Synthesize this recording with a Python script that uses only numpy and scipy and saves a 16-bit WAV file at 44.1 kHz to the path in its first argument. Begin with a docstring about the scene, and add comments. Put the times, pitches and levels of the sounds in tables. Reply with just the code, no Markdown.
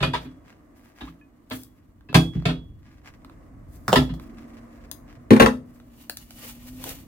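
"""Steel pincers pry the sole off a shoe on an iron stand: noisy bites ring steel modes, then the shoe thumps.
The jaws squeak, tink and sing; short bursts make the sole crack and its threads tick.
The pincers drop on a bench slightly to the left, booming its top; then hands peel the leather back in
random crackling grains, with scuffs and creaks. A decaying noise room answers the blows in a small workshop,
over a low filtered-noise rumble, a drone, a distant wash and a faint wavering hum."""
import sys
import numpy as np
from scipy import signal
from scipy.fft import rfft, irfft, next_fast_len
from scipy.io import wavfile
from scipy.ndimage import map_coordinates

SR = 44100
rng = np.random.default_rng(int(sys.argv[2]) if len(sys.argv) > 2 else 0)


def transcribe(u):
    """Save the signal u as a 16-bit wav file named by the first command-line argument.

    u: samples, shape (n,) or (channels, n), limited to [-1, 1]; the rate is SR.
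    q: integer samples, one column per channel.
    """
    v = np.clip(np.atleast_2d(u).T, -1, 1)
    q = np.round(v * 32767).astype(np.int16)
    wavfile.write(sys.argv[1], SR, q)


N = 311778
T = np.arange(SR * 3 // 4) / SR  # time axis of one short sound, s
TOP_HZ = 16000  # upper frequency limit of the finished sound

# rumble under the workshop: t/s, level before a common trim/dB
RUMBLE_LEVEL = [(.4, -54.5), (.8, -62.5), (1.4, -63), (2.7, -45.5), (3, -54.5), (3.7, -47), (4.7, -53.5),
                (5.2, -50), (6.1, -57), (6.9, -45), (7.05, -50.5)]
# drone and distant wash: t/s, drone level before a common trim/dB, wash level/dB
WASH_LEVEL = [(.45, -54.5, -60.5), (1.85, -58.5, -67.5), (2.9, -57.5, -67.5), (3.3, -52.5, -58),
              (3.8, -52.5, -60), (4.3, -44.5, -55), (4.65, -52, -55), (5.7, -53.5, -61), (6.3, -56, -66.5),
              (7, -50.5, -62.5)]
# background colours: f/Hz, density/dB
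RUMBLE_COLOUR = [(15, -19.5), (30, -3), (44, 4), (70, 1.5), (115, -0.5), (180, -7), (400, -36.5),
                 (1000, -109.5)]
DRONE_COLOUR = [(90, -22), (135, -16), (185, -11), (220, -2.5), (250, 0.5), (300, 2), (380, -14),
                (600, -30.5), (2000, -69.5)]
WASH_COLOUR = [(150, -18), (400, 0.5), (650, 4), (850, -7), (1130, 0), (1400, -9), (2000, -9.5),
               (3200, -32), (8000, -26), (16000, -43)]
# faint hum that rises twice: t/s, f/Hz, level/dB
HUM = [(3.8, 226, -90), (4.3, 230, -50), (4.6, 233, -48), (4.85, 235, -57), (5.75, 244.7, -52.5),
       (6.1, 230, -58), (6.55, 239.7, -49), (6.77, 253.7, -41.5), (6.9, 265.2, -46), (7.05, 256, -66)]
# reverberation of the small room: f/Hz, t60/s
WALLS = [(60, 0.74), (150, 0.68), (300, 0.35), (700, 0.27), (2000, 0.19), (5000, 0.23), (14000, 0.27)]

# hands and jaws scuffing the leather: start t/s, length/s, stroke level/dB, crackle against rubbing before trims/dB
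SCUFFS = [(0.177, 0.057, -50, -14), (0.438, 0.057, -57, -14), (0.74, 0.15, -61, -7),
          (0.945, 0.14, -56, -8.5), (1.492, 0.061, -56, 14), (1.739, .04, -68.5, -13),
          (2.314, .05, -52, -18.5), (2.808, 0.19, -60, -19), (3.031, 0.046, -49, -15.5),
          (3.3, 0.15, -70, -10), (3.677, 0.23, -71.5, 10), (4.189, 0.053, -56.5, -6.5),
          (4.337, .52, -62, -11.5), (5.06, .07, -57.5, -15.5), (5.639, 0.15, -68.5, 0.5)]
SCUFF_ATTACK_S, SCUFF_RELEASE_DB_PER_S = 0.041, 171.5
# friction colours of coarse rubbing and fine peeling: f/Hz, density/dB
RUB_COLOUR = [(200, -22), (700, -1), (1600, -1), (2600, 2), (4300, -5), (7000, -10.5), (16000, -34)]
PEEL_COLOUR = [(1000, -26), (4500, -8.5), (6500, -6.5), (10000, -7.5), (14500, -4), (16000, -6.5)]
# a light scuff is duller than a tug: f/Hz, gain/dB
LIGHT_RUB = [(500, 1), (1000, 3.5), (1600, 5.5), (2400, -0.5), (3500, -6), (5500, -0.5), (12000, -7)]
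# tugs that peel the heel back: t of greatest effort/s, level/dB
TUGS = [(6.022, -55), (6.22, -54.5), (6.394, -49.5), (6.475, -41), (6.668, -50), (6.89, -37)]
TUG_RISE_DB_PER_S, TUG_FALL_DB_PER_S = 142, 167
TUG_RUB_DB = -3.5  # rubbing under the crackle of a tug
FLOOR_RUB_DB, FLOOR_CRACKLE_DB = -80, -80  # steady faint rubbing and crackle under the tugs
# creak of the bending sole: f/Hz, density/dB
CREAK_COLOUR = [(150, -24), (310, 7.5), (400, -5.5), (486, 5), (680, 0), (810, -4), (900, -19),
                (1130, -17.5), (1500, -33), (4000, -42)]
# creak of the hardest tug, its dB per dB of effort, its head start
CREAK_DB, CREAK_GROWS, CREAK_LEAD_S = -41, 1.52, 0.012

# threads and glue giving way: t/s, crack level/dB, fizz level/dB, left over right/dB
SNAPS = [(1.5, -58, -54.5, 1), (1.634, -67.0, -52.5, 4.5), (2.008, -71.5, -80.5, -1.5),
         (2.128, -52.5, -65.5, 1.5), (2.423, -61, -72.5, -1), (3.247, -58, -65.5, -2),
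         (3.297, -63.5, -73.5, -4), (4.197, -57, -63, -4), (4.385, -65, -72, 2.5), (4.914, -46.5, -40, 8),
         (5.8, -64, -71.5, 0.5), (6.0965, -37.5, -35.5, 1), (6.1706, -48.5, -41, 0),
         (6.307, -53.5, -52, -3.5), (6.496, -58, -54, -0.5), (6.84, -42, -41, 0.5), (6.892, -46, -41.5, -3)]
# the sole cracking loose: t/s, level/dB, extra knock and crack/dB, length/s
CRACKS = [(3.8801, -27, -0.5, 0.002), (3.92, -33.5, -4.5, 0.0068), (3.9291, -23, 6.5, .0014),
          (3.934, -30.5, -3, .008), (4.139, -49, -3, .0016)]
# thud, boom, knock, crack and fizz of every sole crack, ahead of the extra snap: level/dB
CRACK_REGISTERS = [-2, -3, 3, -5.5, -7.5]

# pincers landing and bouncing on the bench: t/s, boom of the bench level/dB, clack level/dB, chatter/s
DROP = [(5.3056, -6.5, -17.5, 0.012), (5.332, -18, -24, 0.0066), (5.363, -34.5, -25, .0074),
        (5.398, -10.5, -10, .013), (5.42, -15, -14.5, 0.0078), (5.4598, -21, -16, 0.0055)]
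# bench top modes: f/Hz, level/dB, t60/s
BENCH = [(57, -13, .25), (118, -11, .26), (148, -12, .2), (220, -5, .27), (252, -1, .31), (330, -9, .13),
         (385, -6, .13), (445, -6, .13), (520, -5, .17), (840, -11, .14), (885, -11, .14), (1000, -12, .1),
         (1085, -11, .12), (1819, -19, .15)]

# joint of the pincers tinking: t/s, level/dB, emphasised partial f/Hz
TINKS = [(.009, -64, 2640), (.03, -27, 2484), (1.009, -46, 3770), (1.212, -58.5, 2500),
         (2.089, -48.5, 2610)]
# other modes of the joint: f/Hz, level/dB, t60/s
JOINT = [(1010, -6, .12), (1180, -6, .12), (1700, -2, .12), (3036, -13, .1)]
# jaws squeaking as they slide: t/s, level/dB, start f/Hz, end f/Hz, length/s
SQUEAKS = [(.136, -25, 952, 978, .024), (1.074, -49, 960, 1330, 0.017)]
# jaws springing shut and singing: t/s, level/dB
JAWS = [(.028, -37), (.137, -51), (1.507, -52), (2.143, -25.5), (2.457, -38), (3.957, -36.5)]
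JAW_HZ, JAW_T60 = 3350, 0.43  # mean pitch, ring time in s

# pincers biting and slipping: t/s, bite level/dB, shoe recoil level/dB, recoil thud up and boom down/dB, chatter/s
PRIES = [(.004, -35, -29.5, 3.5, 0.048), (.026, -24, -34.5, -2.5, .012), (.066, -43.5, -31.5, 2.5, .012),
         (.134, -28.5, -37.5, 1, 0.02), (.246, -55, -42, -2.5, .024), (1.008, -44.5, -42.5, -1.5, 0.0099),
         (1.069, -56, -52, 3, 0.017), (1.508, -35.5, -37.5, -4, 0.013), (2.087, -53, -42, -0.5, 0.018),
         (2.144, -15.5, -14, 2.5, 0.0089), (2.347, -59, -29, 4.5, 0.032), (2.454, -26, -24, 4.5, 0.0055),
         (2.485, -33.5, -34.5, -3, 0.019), (3.957, -17.5, -19, -2.5, .005), (3.984, -38, -28, 6.5, .01),
         (4.091, -47.5, -35.5, 4, 0.014)]
# shoe on its iron stand, modes: f/Hz, level/dB, t60/s
SHOE = [(59, -14, .38), (110, -18, .36), (139, 0, .2), (166, -9, .32), (256, -4, .33), (291, -7, .36),
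        (328, -14, .4), (398, -14, .18), (630, -8, .2), (1015, -8, .12)]
# pincers, modes: f/Hz, level/dB, t60/s
STEEL = [(1020, -3, .13), (1270, 0, .17), (1335, -1, .17), (1595, -6, .16), (1790, -2, .15),
         (1880, -5, .14), (2519, -5, .15), (2700, -6, .13), (3120, -6, .13), (3395, -3, .2),
         (3700, -2, .13), (4134, -6, .17), (4690, -8, .18), (5373, -13, .12), (7316, -12, .16),
         (8600, -12, .15), (9415, -15, .19), (9711, -13, .18), (12340, -12, .11)]
# colour of a hard contact: f/Hz, density/dB
CONTACT_COLOUR = [(40, -5.5), (130, 7.5), (500, 0.5), (1200, -2.5), (2200, -2.5), (3700, -2), (5200, -13.5),
                  (8000, -21.5), (15000, -22)]
# edges of the thud, boom, knock, crack and fizz registers: f/Hz
REGISTERS = [45, 190, 420, 1400, 4800, 16500]
# a hard bite, the treble of a soft one, and what the hard one adds to it
HARD_DB, SOFT_FIZZ_DB, EXTRA_FIZZ_DB = -14.5, -17, 11.5


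def amp(db):
    """Decibels to gain."""
    return 10 ** (np.asarray(db) / 20)


def unit(x):
    """Scale to rms 1."""
    return x / np.sqrt(np.mean(x ** 2) + 1e-20)


def onset_unit(x):
    """Scale so that the first 25 ms have rms 1."""
    return x / np.sqrt(np.mean(x[:, :SR // 40] ** 2) + 1e-20)


def along(points, hz):
    """(Hz, value) points read on a log frequency axis."""
    f, v = np.transpose(points)
    return np.interp(np.log(hz + 1), np.log(f + 1), v)


def curves(rows):
    """One value per sample for each column after the time."""
    s, *cols = np.transpose(rows)
    return [np.interp(np.arange(N) / SR, s, c) for c in cols]


def wobble(rate):
    """A smooth random curve, rate knots a second."""
    knots = rng.standard_normal(int(N * rate / SR) + 4)
    return map_coordinates(knots, [np.arange(N) * rate / SR])


def coloured(x, spectrum):
    """x through a causal minimum-phase filter with the given spectrum."""
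    n = x.shape[-1]
    size = 2 * next_fast_len(n // 2 + 4096)
    gain = amp(along(spectrum, np.fft.rfftfreq(size, 1 / SR)))
    cepstrum = irfft(np.log(gain))
    # folding the cepstrum onto positive time makes the filter causal
    cepstrum[1:size // 2] *= 2
    cepstrum[size // 2 + 1:] = 0
    return irfft(rfft(x, size) * np.exp(rfft(cepstrum)))[..., :n]


def add(track, s, sound):
    """Mix a stereo sound in at time s."""
    part = track[:, max(0, round(s * SR)):][:, :sound.shape[1]]
    part += sound[:, :part.shape[1]]


def panned(x, db):
    """Louder on the left by db."""
    return x * amp([[db / 2], [-db / 2]])


def noise(spectrum, side_db):
    """Coloured stereo noise of rms 1; side_db sets its width."""
    mid, side = coloured(rng.standard_normal((2, N)), spectrum) * amp([[0], [side_db]])
    return unit(np.array([mid + side, mid - side]))


def room(lag, wet_db, gap=0.00097, wide_hz=520, near_db=5, near=0.036):
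    """Direct sound, lag s later on the right, then stronger early and decaying late reflections from the room."""
    hz, t, z = signal.stft(rng.standard_normal((2, len(T))), SR, nperseg=256)
    z = z * amp(-60 * t / along(WALLS, hz)[:, None])
    # reflections build up after gap s; those within about near s are stronger
    swell = (1 - np.exp(-(T / gap) ** 2)) * amp(near_db * np.exp(-(T / near) ** 2))
    mid, side = signal.istft(z, SR, nperseg=256)[1][:, :len(T)] * swell
    # long waves reach both sides alike
    side = signal.sosfilt(signal.butter(1, wide_hz, "high", fs=SR, output="sos"), side)
    response = amp(wet_db) * np.array([mid + side, mid - side]) / np.linalg.norm([mid, side])
    response[0, 0] += 1
    response[1, round(abs(lag) * SR)] += 1
    return response


def contact(chatter, lag, wet_db, grit_db=4):
    """A burst of tiny uneven contacts lasting about chatter s, heard in the room."""
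    grit = amp(grit_db * rng.standard_normal(len(T)))
    force = rng.standard_normal(len(T)) * grit * np.exp(-(T / chatter) ** 2)
    heard = signal.fftconvolve(force[None], room(lag, wet_db), axes=1)[:, :len(T)]
    return coloured(heard, CONTACT_COLOUR)


def ring(modes, attack, scatter_db=2, apart_hz=900, detune=0):
    """Decaying modes, each detuned a little at random; high ones reach the two microphones in different phases."""
    hz, db, t60 = np.transpose(modes)[:, :, None]
    hz = hz * (1 + detune * rng.standard_normal(hz.shape))
    size = amp(db + scatter_db * rng.standard_normal(hz.shape) - 60 * T / t60)
    turn = rng.uniform(-0.9, 1, hz.shape) * np.minimum(hz / apart_hz, np.pi / 2)
    sides = [(size * np.sin(2 * np.pi * hz * T + way * turn)).sum(0) for way in (1, -1)]
    return np.array(sides) * (1 - np.exp(-T / attack))


def voiced(x, edges, levels):
    """Split a blow into registers and set how strongly each one speaks at its onset."""
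    bands = (signal.butter(3, pair, "band", fs=SR, output="sos") for pair in zip(edges, edges[1:]))
    return [amp(db) * onset_unit(signal.sosfilt(band, x)) for band, db in zip(bands, levels)]


def fibres(spectrum, rate, wet_db, size_db=4):
    """Countless fibres letting go at random, about rate a second, in the room; rms 1."""
    sizes = rng.standard_normal(N) * amp(size_db * rng.standard_normal(N))
    grains = (rng.random(N) < rate / SR) * sizes
    heard = signal.fftconvolve(grains[None], room(lag=.0001, wet_db=wet_db), axes=1)[:, :N]
    return unit(coloured(heard, spectrum))


def workshop(rumble_trim_db=1, drone_trim_db=-1):
    """Filtered noise makes a low rumble, a narrow drone and a soft, wide wash from a distance."""
    rumble_db, = curves(RUMBLE_LEVEL)
    drone_db, wash_db = curves(WASH_LEVEL)
    rumble = amp(rumble_db + rumble_trim_db) * noise(RUMBLE_COLOUR, side_db=-11.5)
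    drone = amp(drone_db + drone_trim_db) * noise(DRONE_COLOUR, side_db=-11.5)
    wash = amp(wash_db + 0.48 * wobble(33)) * noise(WASH_COLOUR, side_db=-1.0)
    return rumble + drone + wash


def hum(waver=.006):
    """A soft sine tone wavering in pitch and level, equal on both sides."""
    hz, db = curves(HUM)
    phase = 2 * np.pi * np.cumsum(hz * (1 + waver * wobble(15))) / SR
    return amp(db + 0.53 * wobble(11)) * unit(np.sin(phase))


def stroke(start, length):
    """Gain of one scuff: a quick attack, a hold and a steady fade in dB."""
    t = np.arange(N) / SR - start
    return np.clip(t / SCUFF_ATTACK_S, 0, 1) * amp(-SCUFF_RELEASE_DB_PER_S * np.maximum(t - length, 0))


def scuffing(rub_trim_db=-1.5, crackle_trim_db=-1.0, catching_db=2.5):
    """Hands and jaws slide over the leather, catching and slipping; some strokes tear fine fibres as well."""
    rubbing = coloured(fibres(RUB_COLOUR, rate=450, wet_db=1, size_db=4.5), LIGHT_RUB)
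    crackle = fibres(PEEL_COLOUR, rate=2500, wet_db=5.5, size_db=-0.5)
    out = np.zeros((2, N))
    for start, length, db, crackle_db in SCUFFS:
        texture = amp(rub_trim_db) * rubbing + amp(crackle_db + crackle_trim_db) * crackle
        out += amp(db) * stroke(start, length) * texture
    return amp(catching_db * wobble(55)) * out


def effort(lead=0):
    """Gain of the pull on the heel, lead s ahead: each tug builds up until the glue gives, then slackens."""
    t = np.arange(N) / SR + lead
    tugs = [amp(db - np.maximum(TUG_RISE_DB_PER_S * (s - t), TUG_FALL_DB_PER_S * (t - s))) for s, db in TUGS]
    return np.linalg.norm(tugs, axis=0)


def bending():
    """Under a hard tug the layers of the sole slip over each other and sound its low resonances."""
    pull = effort(CREAK_LEAD_S)
    strain = (pull / pull.max()) ** CREAK_GROWS
    return amp(CREAK_DB) * strain * fibres(CREAK_COLOUR, rate=160, wet_db=6.0, size_db=2.5)


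def leather(uneven_db=1.5):
    """Under each tug the sole rubs in coarse grains; its finer glued fibres crackle as it lifts."""
    pull = effort()
    rub_gain = amp(FLOOR_RUB_DB) + amp(TUG_RUB_DB) * pull
    rub = rub_gain * fibres(RUB_COLOUR, rate=1000, wet_db=5.5, size_db=3.0)
    peel = (amp(FLOOR_CRACKLE_DB) + pull) * fibres(PEEL_COLOUR, rate=2500, wet_db=3, size_db=2.5)
    return amp(uneven_db * wobble(45)) * (rub + panned(peel, db=-1.0))


def snapping(body_db=-3):
    """Single threads and spots of glue part with a dry tick; the duller the tick, the more body it has."""
    out = np.zeros((2, N))
    for s, crack, fizz, pan_db in SNAPS:
        burst = contact(chatter=.0026, lag=.0001, wet_db=-5.5, grit_db=2)
        tick = coloured(burst, [(1000, -4), (3700, 4.5), (5200, 5.5), (14000, 10.5)])
        levels = [crack + body_db + (crack - fizz), crack, fizz]
        add(out, s, panned(sum(voiced(tick, [500, 1500, 5000, 16500], levels)), pan_db))
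    return out


def cracking():
    """The glued sole lets go in short contact bursts that reach both microphones almost together."""
    out = np.zeros((2, N))
    for s, db, snap_db, length in CRACKS:
        levels = np.add(CRACK_REGISTERS, [0, 0, snap_db, snap_db, 0])
        burst = contact(length, lag=.00002, wet_db=2.5)
        add(out, s, amp(db) * sum(voiced(burst, REGISTERS, levels)))
    return out


def dropping(bench_db=3, thud_db=-10.0, crack_db=-5, fizz_db=-18):
    """The pincers land and bounce to the left; contact bursts excite the booming bench, which dulls the steel."""
    out = np.zeros((2, N))
    for s, boom_db, clack_db, chatter in DROP:
        blow = onset_unit(contact(chatter, lag=.00043, wet_db=0.0))
        bench = amp(bench_db) * onset_unit(ring(BENCH, attack=0.0027, apart_hz=586, detune=0.0033))
        dull = coloured(blow + bench, [(2000, 4), (3700, -7.0), (6500, -0.5), (9000, 2.5), (15000, -9.0)])
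        # thud follows the boom; crack and fizz follow the clack
        levels = [boom_db + thud_db, boom_db, clack_db, clack_db + crack_db, clack_db + fizz_db]
        add(out, s, sum(voiced(dull, REGISTERS, levels)))
    return panned(out, db=2.5)


def tinking(partial_db=2, partial_t60=0.16):
    """The loose joint rattles as the pincers open; the angle of the jaws sets its emphasised partial."""
    out = np.zeros((2, N))
    for s, db, hz in TINKS:
        modes = JOINT + [(hz, partial_db, partial_t60)]
        add(out, s, amp(db) * onset_unit(ring(modes, attack=0.00082, apart_hz=2000, detune=0.0058)))
    return out


def squeaks(rough=0.12):
    """Steel sticks and slips for about twenty cycles, its pitch roughened from sample to sample."""
    out = np.zeros((2, N))
    for s, db, start_hz, end_hz, length in SQUEAKS:
        glide = np.interp(T, [0, length], [start_hz, end_hz])
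        hz = glide * (1 + rough * rng.standard_normal(len(T)))
        phase = 2 * np.pi * np.cumsum(hz) / SR
        envelope = np.sqrt(np.abs(np.sin(np.pi * np.minimum(T / length, 1))))
        tone = (np.sin(phase) + amp(-15.5) * np.sin(2 * phase)) * envelope
        heard = signal.fftconvolve(tone[None], room(lag=.0001, wet_db=-10.0), axes=1)
        add(out, s, amp(db) * onset_unit(heard))
    return out


def singing(rise=.005, waver_hz=9):
    """One mode of the free jaws rings on, towards the right, and wavers as they move."""
    out = np.zeros((2, N))
    for s, db in JAWS:
        phase = 2 * np.pi * np.cumsum(JAW_HZ + waver_hz * wobble(90)[:len(T)]) / SR
        envelope = amp(-60 * T / JAW_T60) * (1 - np.exp(-T / rise))
        tone = np.sin(phase - np.array([[0], [np.pi / 3]])) * envelope
        add(out, s, panned(amp(db) * tone, db=-9))
    return out


def prying(steel_db=-9, shoe_db=6, knock_db=-1, crack_db=0.0, recoil=.003):
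    """Jaws chatter over leather and ring, brighter the harder they bite; recoil s later the shoe thumps."""
    out = np.zeros((2, N))
    for s, bite_db, recoil_db, depth_db, chatter in PRIES:
        scrape = onset_unit(contact(chatter, lag=.00012, wet_db=7, grit_db=1.0))
        body = amp(shoe_db) * onset_unit(ring(SHOE, attack=0.0035, scatter_db=4.5, detune=.008))
        steel = amp(steel_db) * onset_unit(ring(STEEL, attack=0.0012, apart_hz=634, detune=0.005))
        thump = sum(voiced(scrape + body, REGISTERS[:3], [depth_db, -depth_db]))
        add(out, s + recoil, amp(recoil_db) * thump)
        # leather between the jaws cushions the highest treble
        cushion = [(4500, 1.0), (6000, -0.5), (8500, -0.5), (10500, -3.5), (15000, -10.5)]
        cushioned = coloured(scrape + steel + amp(-10.0) * body, cushion)
        fizz_db = SOFT_FIZZ_DB + EXTRA_FIZZ_DB * amp(bite_db - HARD_DB)
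        bite = sum(voiced(cushioned, REGISTERS[2:], [knock_db, crack_db, fizz_db]))
        add(out, s, amp(bite_db) * bite)
    return out


def scene():
    """All sources at the two microphones."""
    background = workshop() + hum()
    sole = scuffing() + bending() + leather() + snapping() + cracking()
    pincers = dropping() + tinking() + squeaks() + singing() + prying()
    return background + sole + pincers


def record(dry):
    """The left microphone hears more treble; peaks clip at full scale, then everything above TOP_HZ is cut."""
    left = coloured(dry[0], [(4000, 0), (8500, 0.93), (14000, 4.0)])
    right = coloured(dry[1], [(4000, 0.5), (8500, -0.5), (14000, -1.5)])
    size = next_fast_len(N + SR // 2)
    clipped = np.clip([left, right], -1, 1)
    passed = np.fft.rfftfreq(size, 1 / SR) < TOP_HZ
    return irfft(rfft(clipped, size) * passed, size)[:, :N]


dry = scene()
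out = record(dry)
transcribe(out)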